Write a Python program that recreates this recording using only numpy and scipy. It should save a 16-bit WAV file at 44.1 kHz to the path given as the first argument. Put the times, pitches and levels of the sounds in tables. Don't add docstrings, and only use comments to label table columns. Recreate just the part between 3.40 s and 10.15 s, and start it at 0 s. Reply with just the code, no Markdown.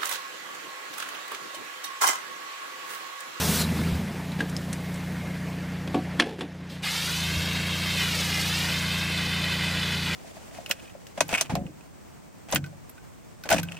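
import sys
import numpy as np
from scipy import signal
from scipy.fft import rfft, irfft
from scipy.io import wavfile
from scipy.ndimage import uniform_filter1d, map_coordinates

SR = 44100
rng = np.random.default_rng(int(sys.argv[2]) if len(sys.argv) > 2 else 0)


def master(y):
    cut = np.clip(np.atleast_2d(y).T, -1, 1)
    pcm = np.round(cut * 32767)
    wavfile.write(sys.argv[1], SR, pcm.astype(np.int16))


N = 297675
TIME = np.arange(N) / SR

# f/Hz, level/dB
BREEZE_SPECTRUM = [(20, -12), (45, -8), (70, 1), (140, -18), (500, -70)]
# t/s, tick level/dB, ring level/dB, f/Hz, t60/s
COUPLER_CLINKS = [(0.919, -46, -35.5, 3940, 0.032), (1.0057, -41, -16, 1640, 0.047),
                  (1.096, -39.5, -48, 6200, 0.024), (1.166, -37, -17.5, 5150, 0.0069),
                  (1.329, -30, -49, 5970, 0.022), (1.5415, -41.5, -48, 6950, .02),
                  (1.557, -46, -45, 7840, .02), (2.995, -45, -42, 7500, .03), (3.012, -49, -37, 3550, 0.2)]
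# f/Hz, level/dB
TICK_SPECTRUM = [(500, -10), (2000, 9), (4500, 8), (8500, 11.5), (15000, -6)]
# t/s, level/dB, f/Hz, t60/s
GEAR_BUMPS = [(.09, -32, 55, .12), (0.522, -22, 76, 0.26), (3.968, -24, 80, 0.15)]

# t/s, crack/dB, boom/dB, scrape/dB, jingle/dB
HANDLE_BLOWS = [(1.005, -23, -27, -30, -60), (2.4745, -26.5, -31.5, -55, -58),
                (2.544, -23.5, -17, -41, -48), (2.7978, 6, -7.5, -36, -37), (3.008, -15, -17, -32, -41)]
# delay/s, crack/dB, boom/dB, crack decay and boom rise/s
BOUNCES = [(0, -1, 1, 0.0045), (.0084, -11.5, -10, 0.0046), (0.0227, -17.5, -5.5, .0046)]
# f/Hz, level/dB
CRACK_SPECTRUM = [(300, -50), (800, -10), (1600, 7), (2300, 5), (3100, 6), (4300, -1.5), (6000, -11.5),
                  (7500, -16), (10000, -15.5), (15000, -44)]
# f/Hz, level/dB, t60/s
HANDLE_TONES = [(224, 0.5, 0.11), (238.5, -4.5, 0.22), (292, 5, 0.15), (339.2, -1.5, 0.17), (383, -36, 0.4),
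                (420, 9, 0.026), (513, 1.5, 0.065), (590, -2, 0.053), (695, -9.5, 0.17), (746, -6.5, 0.14),
                (764, -14, 0.11), (884, 3.5, 0.027), (1103, 5.5, 0.024)]
# f/Hz, level/dB, t60/s
JINGLE_TONES = [(7350, -1, .05), (7900, -4, .05), (8600, -9, .06), (10600, -7, .08)]
# f/Hz, level/dB
CHATTER_SPECTRUM = [(150, -30), (240, 7), (320, 1), (430, 5.5), (600, -9), (820, -4), (1200, -20),
                    (3000, -18.5), (6000, -31), (15000, -42)]
# t/s, level/dB, rise/s, decay/s
FRAME_DRAGS = [(.982, -26, .01, 0.026), (2.78, -22.5, 0.018, 0.056), (2.85, -19, 0.022, 0.048),
               (2.9, -22, .015, 0.026), (2.978, -18.5, .02, 0.034)]

# start/s, end/s, f/Hz at scene time 0, glide/(Hz/s), width/Hz, level/dB
VALVE_WHISTLES = [(.18, 0.258, 4290, -4500, 450, -34.5), (1.2, 2.5, 2130, -1, 69, -54.5)]
# f/Hz, level/dB
DECK_HISS_SPECTRUM = [(180, -39), (300, -21), (424, 4), (571, -7.5), (708, -4.5), (769, -11), (877, -6.5),
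                      (1940, -10.5), (4140, -8), (15500, -13.5)]
# f/Hz, level/dB
DECK_RUMBLE_SPECTRUM = [(40, -47), (110, -6), (170, -2.5), (215, 3.5), (290, -12.5), (600, -19.5),
                        (2000, -24.5), (4000, -29.5), (9000, -48)]

# t/s, settled firing rate/Hz, swing scale/Hz, half period/s, pump load (0-1)
LOAD_CHANGES = [(.389, 29.65, 3.85, .495, 0), (3.432, 28.88, -8.35, .696, .85)]
# multiple of the firing rate, free-running level/dB, loaded level/dB
EXHAUST_TONES = [(2, -17, -18), (3, -7.5, -2), (4, -14, -14), (5, -3.5, -3), (6, 0, 0), (7, -12, -8),
                 (8, -20, -19), (9, -14, -18), (10, -21, -20), (11, -20, -17), (12, -25, -24),
                 (14, -25, -20)]
# f/Hz, level/dB
CLATTER_SPECTRUM = [(22, -6), (45, -20), (90, -1.5), (180, 3.5), (260, 2.5), (350, -2), (600, 0),
                    (820, -3.5), (1300, -8), (1700, -4), (2150, -5.5), (2800, -11), (5900, -20),
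                    (15500, -35)]

# f/Hz, level/dB
ROAR_SPECTRUM = [(150, -26), (400, -13), (700, -8.5), (1200, -3.5), (1600, -1), (2500, 2), (3800, 0.5),
                 (4800, -6), (6000, -16.5), (8000, -17), (14000, -32.5)]
# f/Hz, level/dB
MIST_SPECTRUM = [(1500, -52), (3500, 2), (4800, 5.5), (7000, -0.5), (10000, -4.5), (13000, -6.5),
                 (15500, -9)]
# t/s, level/dB, rise/s, hold/s, fall/(dB/s)
NOZZLE_SPITS = [(3.225, -57, .02, .01, 416), (3.286, -42, .02, .035, 200)]
# t/s, half length/s, level change/dB
JET_FLARES = [(4.17, 0.25, -2), (4.64, 0.11, 1.4), (5.25, 0.14, 1), (6.25, .05, 1.5)]
# t/s, half length/s, extra echo lag/ms
NOZZLE_SWINGS = [(3.25, .42, .8), (4.949, .255, .555)]
# t/s, half length/s, boost/dB
MIST_PLUMES = [(3.58, 0.42, 11.5), (4.93, 0.62, 7.5)]
# f/Hz, share (0-1)
GROUND_REFLECTION = [(500, .33), (1500, .45), (2800, .66), (4200, .52), (5500, .35), (7500, .2),
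                     (11000, .1)]


def gain_of(db):
    return 10 ** (np.asarray(db) / 20)


def unit_rms(x):
    return x / np.sqrt(np.mean(x ** 2) + 1e-20)


def unit_peak(x):
    return x / (abs(x).max() + 1e-20)


def ease(u):
    return np.sin(np.pi / 2 * np.clip(u, 0, 1)) ** 2


def run_down(s, db_per_s):
    return gain_of(-db_per_s * np.maximum(TIME - s, 0))


def swells(rows):
    return sum(height * np.exp(-((TIME - s) / half) ** 2) for s, half, height in rows)


def add(mix, s, sound):
    part = mix[round(s * SR):][:len(sound)]
    part += sound[:len(part)]


def curve(table, n):
    hz, value = np.transpose(table)
    return np.interp(np.log(np.fft.rfftfreq(n, 1 / SR) + 1), np.log(hz), value)


def coloured(x, spectrum):
    return unit_rms(irfft(rfft(x) * gain_of(curve(spectrum, len(x))), len(x)))


def wander(hz):
    roll_off = 1 + (np.fft.rfftfreq(N, 1 / SR) / hz) ** 4
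    return unit_rms(irfft(rfft(rng.standard_normal(N)) / roll_off, N))


def clicks(n, per_s):
    return rng.standard_normal(n) * (rng.random(n) < per_s / SR)


def turbulence(spectrum, patchy_db, flutter_db):
    grid = signal.stft(rng.standard_normal(N), nperseg=512)[2]
    patches = uniform_filter1d(rng.standard_normal(grid.shape), size=7, axis=0)
    patches = unit_rms(uniform_filter1d(patches, size=6, axis=1))
    hiss = signal.istft(grid * gain_of(patchy_db * patches), nperseg=512)[1][:N]
    return coloured(hiss, spectrum) * gain_of(flutter_db * wander(46))


def ring(t, hz, t60):
    return np.sin(2 * np.pi * hz * t) * np.exp(-np.log(1000) * t / t60)


def breeze():
    return gain_of(-63.5) * turbulence(BREEZE_SPECTRUM, patchy_db=1.5, flutter_db=2)


def yard(x, t60, echo_db=-16):
    t = np.arange(SR // 2) / SR
    echoes = clicks(len(t), per_s=2000) * (t > .006) * np.exp(-np.log(1000) * t / t60)
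    return x + gain_of(echo_db) * signal.fftconvolve(x, echoes / np.linalg.norm(echoes))[:N]


def fittings():
    out, t = np.zeros(N), np.arange(SR // 4) / SR
    for s, tick_db, ring_db, hz, t60 in COUPLER_CLINKS:
        tick = coloured(rng.standard_normal(len(t)), TICK_SPECTRUM) * np.exp(-t / 0.0077)
        add(out, s, gain_of(tick_db) * tick + gain_of(ring_db) * ring(t, hz, t60))
    for s, db, hz, t60 in GEAR_BUMPS:
        add(out, s, gain_of(db) * ring(t, hz, t60) * (1 - np.exp(-t / 0.0013)))
    return out


def crack(t, decay_s):
    noise = coloured(rng.standard_normal(len(t)), CRACK_SPECTRUM)
    return unit_peak(noise * np.exp(-t / decay_s) * (1 - np.exp(-4 * t / decay_s)))


def struck(t, tones):
    return sum(rng.choice([-1, 1]) * gain_of(db) * ring(t, hz, t60) for hz, db, t60 in tones)


def chatter(t, decay_s):
    return coloured(clicks(len(t), per_s=900), CHATTER_SPECTRUM) * np.exp(-t / decay_s)


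def handle():
    out, t = np.zeros(N), np.arange(SR // 3) / SR
    for s, crack_db, boom_db, scrape_db, jingle_db in HANDLE_BLOWS:
        add(out, s - 0.016, gain_of(scrape_db) * crack(t, decay_s=0.024))
        for delay, bounce_crack_db, bounce_boom_db, decay in BOUNCES:
            boom = unit_peak(struck(t, HANDLE_TONES) * (1 - np.exp(-t / decay)))
            add(out, s + delay, gain_of(crack_db + bounce_crack_db) * crack(t, decay))
            add(out, s + delay, gain_of(boom_db + bounce_boom_db) * boom)
        add(out, s, gain_of(boom_db - 12) * chatter(t, decay_s=0.022))
        add(out, s, gain_of(jingle_db) * struck(t, JINGLE_TONES))
    for s, db, rise, decay in FRAME_DRAGS:
        add(out, s, gain_of(db) * ease(t / rise) * chatter(t, decay))
    return out


def valves():
    out = np.zeros(N)
    for start, end, hz, glide, width_hz, db in VALVE_WHISTLES:
        cycles = np.cumsum(hz + glide * TIME) / SR
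        whistle = unit_rms(wander(width_hz / 2) * np.cos(2 * np.pi * cycles))
        length = round((end - start) * SR)
        add(out, start, gain_of(db) * whistle[:length] * signal.windows.tukey(length, .4))
    return out


def surface_cleaner():
    shut_s, linger_s = 0.22, 0.19
    jets = gain_of(-26.5) * run_down(shut_s, db_per_s=450)
    drain = gain_of(-41) * run_down(shut_s + linger_s, db_per_s=34)
    trickle = gain_of(-62) * run_down(2.8, db_per_s=33)
    spray_bar = gain_of(-29) * run_down(shut_s + linger_s, db_per_s=22)
    rolling = swells([(1.44, 1, 1)])
    hiss_level = np.linalg.norm([jets, drain, trickle, gain_of(-50.5) * rolling], axis=0)
    rumble_level = np.hypot(spray_bar, gain_of(-43) * rolling)
    hiss = turbulence(DECK_HISS_SPECTRUM, patchy_db=1.5, flutter_db=0.43)
    rumble = turbulence(DECK_RUMBLE_SPECTRUM, patchy_db=3.0, flutter_db=0.5)
    return hiss_level * hiss + rumble_level * rumble


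def governor():
    start_hz, damping = 26.9, 2.36
    firing_hz, load, overshoot_hz = np.full(N, start_hz), np.ones(N), np.zeros(N)
    for s, settled_hz, swing_scale, half_period, new_load in LOAD_CHANGES:
        swings = np.maximum(TIME - s, 0) / half_period
        firing_hz += (settled_hz - firing_hz) * ease(2 * swings)
        overshoot_hz += swing_scale * np.sin(np.pi * swings) * swings * np.exp(-damping * swings)
        load += (new_load - load) * ease(swings / 0.75)
    return firing_hz + overshoot_hz, load


def engine():
    firing_hz, load = governor()
    firings = np.cumsum(firing_hz * (1 + 0.00083 * wander(3.1))) / SR
    notch_hz, notch_width_hz = 136, 2.33
    exhaust = np.zeros(N)
    for multiple, free_db, loaded_db in EXHAUST_TONES:
        notch_db = -13.5 * np.exp(-((multiple * firing_hz - notch_hz) / notch_width_hz) ** 2)
        strength = gain_of(free_db + load * (loaded_db - free_db) + notch_db + .5 * wander(14.0))
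        exhaust += strength * np.cos(2 * np.pi * multiple * firings - .8 * multiple ** 2)
    throb = 1 + 0.027 * np.cos(2 * np.pi * firings)
    clatter = turbulence(CLATTER_SPECTRUM, patchy_db=1.8, flutter_db=-0.5) * throb
    throttle_db = 0.1934 * np.gradient(firing_hz) * SR
    working_hz = LOAD_CHANGES[-1][1]
    strain_db = 1.4 * np.maximum(working_hz - firing_hz, 0)
    return gain_of(-32.5 + throttle_db + strain_db) * unit_rms(exhaust) + gain_of(-40.5) * clatter


def ground_bounce(x, open_s):
    rest_ms, raising_ms_per_s = 1.79, .068
    hand_tremble_ms = .012 * wander(8)
    lag_ms = rest_ms + raising_ms_per_s * (TIME - open_s) + swells(NOZZLE_SWINGS) + hand_tremble_ms
    echo = irfft(rfft(x) * curve(GROUND_REFLECTION, N), N)
    return x + map_coordinates(echo, [np.arange(N) - lag_ms * SR / 1000], order=3)


def nozzle():
    open_s, roar_rise_s, mist_rise_s = 3.421, .025, .018
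    open_for = np.maximum(TIME - open_s, 0)
    surge_db = 6.5 * np.exp(-open_for / 0.22)
    roar_level = gain_of(-30.5 + surge_db) * ease(open_for / roar_rise_s)
    mist_level = gain_of(-40.5 + swells(MIST_PLUMES)) * (1 - np.exp(-open_for / mist_rise_s))
    spit_level = sum(gain_of(db) * ease((TIME - s) / rise) * run_down(s + rise + hold, fall)
                     for s, db, rise, hold, fall in NOZZLE_SPITS)
    droplets = gain_of(-12) * coloured(clicks(N, per_s=500), ROAR_SPECTRUM)
    roar = unit_rms(turbulence(ROAR_SPECTRUM, patchy_db=1.5, flutter_db=0.8) + droplets)
    mist = turbulence(MIST_SPECTRUM, patchy_db=1.84, flutter_db=1.0)
    jet = (roar_level * roar + mist_level * mist) * gain_of(swells(JET_FLARES))
    spit = spit_level * (roar + gain_of(-2.5) * mist)
    return gain_of(-1) * yard(ground_bounce(jet + spit, open_s), t60=.1)


def scene():
    gear = yard(handle() + fittings(), t60=0.35)
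    mono = engine() + surface_cleaner() + valves() + nozzle() + gear + breeze()
    return np.array([mono, mono])


def record(dry):
    threshold_db, recovery_db_per_s, deepest_db = -18, 7, 9.3
    sense_above_hz, cut_above_hz = 900, 15450
    sensed = signal.sosfilt(signal.butter(2, sense_above_hz, "high", fs=SR, output="sos"), dry[0])
    power_db = 10 * np.log10(abs(uniform_filter1d(sensed ** 2, size=120)) + 1e-12)
    over_db = np.clip(power_db - threshold_db, 0, deepest_db)
    recovery_db = TIME * recovery_db_per_s
    held_db = np.maximum.accumulate(over_db + recovery_db) - recovery_db
    dip_db = uniform_filter1d(held_db, size=100)
    low_pass = signal.firwin(511, cut_above_hz, window=("kaiser", 9), fs=SR)
    return signal.oaconvolve(dry / gain_of(dip_db), low_pass[None], "same")


dry = scene()
out = record(dry)
master(out)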